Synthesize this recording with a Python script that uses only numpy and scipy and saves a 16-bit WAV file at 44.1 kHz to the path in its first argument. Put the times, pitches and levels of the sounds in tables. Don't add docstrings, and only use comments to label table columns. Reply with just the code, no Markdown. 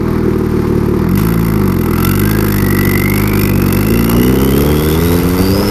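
import sys
import numpy as np
from scipy import signal
from scipy.fft import rfft, irfft, next_fast_len
from scipy.io import wavfile
from scipy.ndimage import uniform_filter1d, map_coordinates

SR = 44100
rng = np.random.default_rng(int(sys.argv[2]) if len(sys.argv) > 2 else 0)


def transcribe(signal):
    frames = np.atleast_2d(signal).T
    limited = np.clip(frames, -1, 1)
    pcm = np.round(limited * 32767).astype(np.int16)
    wavfile.write(sys.argv[1], SR, pcm)


N = 251370
OPEN_DB = -28

# (frequency [Hz], width [Hz], relative level [dB])
SILENCER = [(226.4, 31, 2.5), (337, 34, 10), (374.3, 49.3, 9.5), (506.5, 40, -4)]
# (frequency [Hz], relative level [dB])
AIR = [(880, -13), (1500, 8), (1740, -6.5), (2090, -7), (2440, 2.5), (3550, -1.5), (4230, -4.5), (5290, 0),
       (8050, -10), (9230, -0.5), (10400, -11.5), (11600, -1), (12500, -5.5), (14450, -13), (14900, -35)]


def amp(db):
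    return 10 ** (np.asarray(db) / 20)


def unit(x):
    return x / np.sqrt(np.mean(x ** 2) + 1e-20)


def along(points, hz):
    f, v = np.transpose(points)
    return np.interp(np.log(hz + 1), np.log(f + 1), v)


def curve(points):
    return np.interp(np.arange(N) / SR, *np.transpose(points))


def wobble(rate):
    return map_coordinates(rng.standard_normal(N), [np.arange(N) * rate / SR], mode="wrap")


def bump(hz, centre, width):
    return np.exp(-((hz - centre) / width) ** 2)


def filtered(x, response):
    size = next_fast_len(N + SR // 2)
    return irfft(rfft(x, size) * response(np.fft.rfftfreq(size, 1 / SR)), size)[..., :N]


def noise(spectrum, gate=1):
    return unit(filtered(gate * rng.standard_normal(N), lambda hz: amp(along(spectrum, hz))))


def ticks(turns, scatter_db):
    crossings = np.diff(np.floor(turns), prepend=np.floor(turns[0]))
    return crossings * amp(scatter_db * rng.standard_normal(N))


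def beat(turns, revs, throttle_db):
    # (frequency [Hz], low-rev level [dB], high-rev level [dB])
    pipe = np.array([(37, -24, -25), (58.7, -16.5, -17), (76, -17, -15), (99, -13.5, -15.5),
                     (120, -16, -16), (155, -17.5, -13.5), (201, -14.5, -13), (239.5, -17, -18.5),
                     (260, -24, -13.5), (304, -21, -16), (331, -20, -19.5), (381, -26.5, -16.5),
                     (421, -39, -15.5), (472, -30, -22), (514, -37, -35), (560, -56, -50), (800, -62, -40)])
    # (start [cycles/s], full [cycles/s])
    bark_revs = [56.3, 61]
    bark = np.interp(revs, bark_revs, [0, 1])
    angle = 2 * np.pi * (turns - .17 + .003 * wobble(70))

    def order(k):
        hz = k * revs
        pipe_db = (1 - bark) * along(pipe[:, [0, 1]], hz) + bark * along(pipe[:, [0, 2]], hz)
        lag = 1.248 * sum(np.arctan2(hz * width, centre ** 2 - hz ** 2) for centre, width, _ in SILENCER)
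        return amp(pipe_db + air_box_boom_db(hz)) * np.sin(k * angle - lag)

    load_db = throttle_db - OPEN_DB
    lope = amp(load_db - 21) * sum(order(k + .5) for k in range(1, 6))
    wave = sum(order(k) for k in range(1, 15)) + lope
    return wave * amp(.14 * load_db + 1.36 * wobble(110))


def burble(turns, revs):
    # (revs [cycles/s], level [dB])
    burble_by_revs = [(38, -14), (44, -22.5), (52, -20), (66, -22), (100, -39)]
    firing = turns + .25
    looseness = np.interp(revs, [40, 52], [.25, .45])
    sizes = ticks(firing, scatter_db=1.3)
    excess = sizes * ((-1) ** np.floor(firing) + looseness * rng.standard_normal(N))

    def muffled_ring(hz):
        ring = sum((-1) ** k * amp(db) * 1j * hz * width / (centre ** 2 - hz ** 2 + 1j * hz * width)
                   for k, (centre, width, db) in enumerate(SILENCER))
        return ring / (1 + (hz / 515) ** 24)

    return amp(along(burble_by_revs, revs)) * unit(filtered(excess, muffled_ring))


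def clatter(turns, revs, throttle_db, ring_s=.033, cruise_revs=50):
    # (frequency [Hz], relative level [dB])
    casing = [(350, -45), (600, -47), (638, 2.5), (715, -5.5), (834, 3), (1230, 3), (1510, -3.5),
              (1840, -5.5), (2080, -8), (2380, -9.5), (2830, -24), (4550, -17.5), (7000, -30), (9100, -77),
              (15400, -120)]
    t = np.arange(SR // 50) / SR
    load = np.interp(throttle_db, [-45, -30], [.6, 1.8])
    taps = load * ticks(turns + .12, scatter_db=2.5) + .7 * ticks(4 * turns + .3, scatter_db=2)
    gate = signal.fftconvolve(taps, amp(-60 * t / ring_s))[:N] + .25
    running_rms = np.sqrt(uniform_filter1d(gate ** 2, size=SR // 5))
    level_db = -28 + .9 * np.log2(revs / cruise_revs) + wobble(14)
    return amp(level_db) * noise(casing, gate / running_rms)


def intake(turns, throttle_db):
    # (offset from peak suction [cycles], relative level [dB])
    stroke = [(-.5, -47), (-.27, -57), (-.15, -16.5), (-.08, -13), (-.01, -9), (.07, -13), (.16, -14.5),
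              (.3, -22.5), (.5, -34)]
    # (frequency [Hz], relative level [dB])
    hiss_colour = [(1500, -20.5), (2600, -3), (2850, -4.5), (3120, -15), (3520, -1.5), (4050, -14.5),
                   (4620, -1.5), (5000, -7.5), (5450, -1), (5900, -10), (7500, -8), (8200, -13.5),
                   (9450, -1.5), (10450, -15.5), (11250, 2), (11800, 6), (12250, -1), (13200, 0.5),
                   (14550, -5), (14900, -24)]
    rasp_colour = [(500, -61), (850, -22.5), (1300, 8), (1600, 2.5), (1780, -16), (2000, 10), (2350, -7),
                   (2750, -3), (3200, -11), (4500, -24.5)]
    cycle, phase = np.divmod(turns + .5, 1)
    stroke_db = np.interp(phase - .5, *np.transpose(stroke))
    size_db = 1.8 * rng.standard_normal(N)[cycle.astype(int)] + wobble(11)
    flutter_db = 2.3 * wobble(450)
    gulp = amp(stroke_db + size_db + flutter_db)
    hiss = amp(throttle_db + 2) * noise(hiss_colour, gulp)
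    rasp = amp(.81 * throttle_db - 6) * noise(rasp_colour, gulp ** .48)
    return hiss + rasp


def turbo(turns, throttle_db, turbulence=.6):
    # (time [s], pitch [Hz])
    spool = [(0, 1065), (1.8, 1185), (2.04, 1331), (2.3, 1599), (2.7, 1902), (2.96, 2025), (3.5, 2495),
             (3.85, 2680), (4.5, 3060), (4.9, 3430), (5.38, 4420), (5.5, 4780), (5.7, 5300)]
    # (frequency [Hz], width [Hz], gain [dB])
    inlet = [(1335, 49, 10.5), (1600, 67, 7), (1790, 55, -1), (1955, 70, 6.5), (2104, 175, 9),
             (3200, 243, -0.5), (4290, 230, -35), (4600, 95, 17), (5170, 430, 11.5)]
    octave_peaks = [2740, 5670]
    pitch = curve(spool)
    waver = np.interp(pitch, [1300, 2500], [.012, .022]) * wobble(380)
    spin = np.exp(2j * np.pi * np.cumsum(pitch * (1 + waver + .00235 * wobble(50))) / SR)
    swirl = (wobble(300) + 1j * wobble(300)) / np.sqrt(2)
    shake_db = 5.65 * np.cos(2 * np.pi * turns)
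    level_db = -31.5 + .99 * (throttle_db - OPEN_DB) + shake_db
    tone = amp(level_db) * (np.sqrt(1 - turbulence) + np.sqrt(turbulence) * swirl) * spin
    inlet_gain = lambda hz: amp(sum(db * bump(hz, centre, width) for centre, width, db in inlet))
    octave_gain = lambda hz: sum(1 / (1 + ((hz - centre) / 220) ** 2) for centre in octave_peaks)
    return filtered(tone.real, inlet_gain) + amp(-4.5) * filtered((tone * spin).real, octave_gain)


def inlet_rush(revs):
    # (revs [cycles/s], level [dB])
    flow_by_revs = [(38, -41.5), (48, -59.5), (60, -45.5), (74, -34), (100, -29.5)]
    return amp(along(flow_by_revs, revs) + 2 * wobble(60)) * noise(AIR)


def wind(build_from_s=1.7, db_per_s=4.4):
    # (frequency [Hz], relative level [dB])
    rumble = [(15, -30), (30, -19), (48, -12), (80, -12.5), (160, -17), (400, -22), (500, -15.5),
              (600, -28.5), (1200, -38.5), (3000, -112)]
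    building_s = np.maximum(np.arange(N) / SR - build_from_s, 0)
    level_db = np.minimum(-33 + db_per_s * building_s, -15.5)
    return amp(level_db + 2 * wobble(22)) * noise(rumble)


def air_box_boom_db(hz, width_hz=26.6, attack_s=.16, release_s=.14):
    # (start of hold [s], hold [s], pitch [Hz], gain [dB])
    booms = [(1.086, 0.56, 179, 6), (3.915, 0.29, 250, 9)]
    swell = lambda s, hold: curve([(s - attack_s, 0), (s, 1), (s + hold, 1), (s + hold + release_s, 0)])
    return sum(db * swell(s, hold) * bump(hz, pitch, width_hz) for s, hold, pitch, db in booms)


def drive_clacks(ring_s=.18):
    # (time [s], relative level [dB])
    knocks = [(1.1766, -5.5), (1.211, -13)]
    envelope, t = np.zeros(N), np.arange(SR // 10) / SR
    for start, db in knocks:
        envelope[round(start * SR):][:len(t)] += amp(db - 21 - 60 * t / ring_s)
    return envelope * noise(AIR)


def scene():
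    # (time [s], revs [cycles/s])
    rev_points = [(0.0, 40.52), (0.86, 36.93), (1.029, 39.26), (1.254, 56.01), (1.45, 56.32),
                  (1.872, 39.89), (2.326, 53.7), (2.68, 48.1), (2.964, 48.15), (3.282, 51.73),
                  (3.731, 45.94), (3.939, 57.51), (4.106, 57.18), (4.347, 65.9), (4.502, 67.45),
                  (4.694, 74.34), (4.906, 77.47), (5.025, 84.24), (5.287, 88.92), (5.7, 103.08)]
    # (time [s], intake drive level [dB])
    throttle_points = [(0, -48.5), (1.06, -45), (1.19, -27), (1.3, -31.5), (1.72, -36), (2.06, -26),
                       (2.4, -28.5), (3.0, -26), (3.65, -28.5), (4.4, -28.5), (4.9, -28), (5.7, -33)]
    revs, throttle_db = curve(rev_points), curve(throttle_points)
    turns = np.cumsum(revs) / SR - .363
    exhaust = beat(turns, revs, throttle_db) + burble(turns, revs)
    valves = clatter(turns, revs, throttle_db)
    breath = intake(turns, throttle_db) + turbo(turns, throttle_db) + inlet_rush(revs)
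    return np.tile(exhaust + valves + breath + wind() + drive_clacks(), (2, 1))


def record(dry, ceiling=.94, top_hz=15000):
    rounded = dry / (1 + np.abs(dry / ceiling) ** 8) ** (1 / 8)
    return filtered(rounded, lambda hz: hz < top_hz)


dry = scene()
out = record(dry)
transcribe(out)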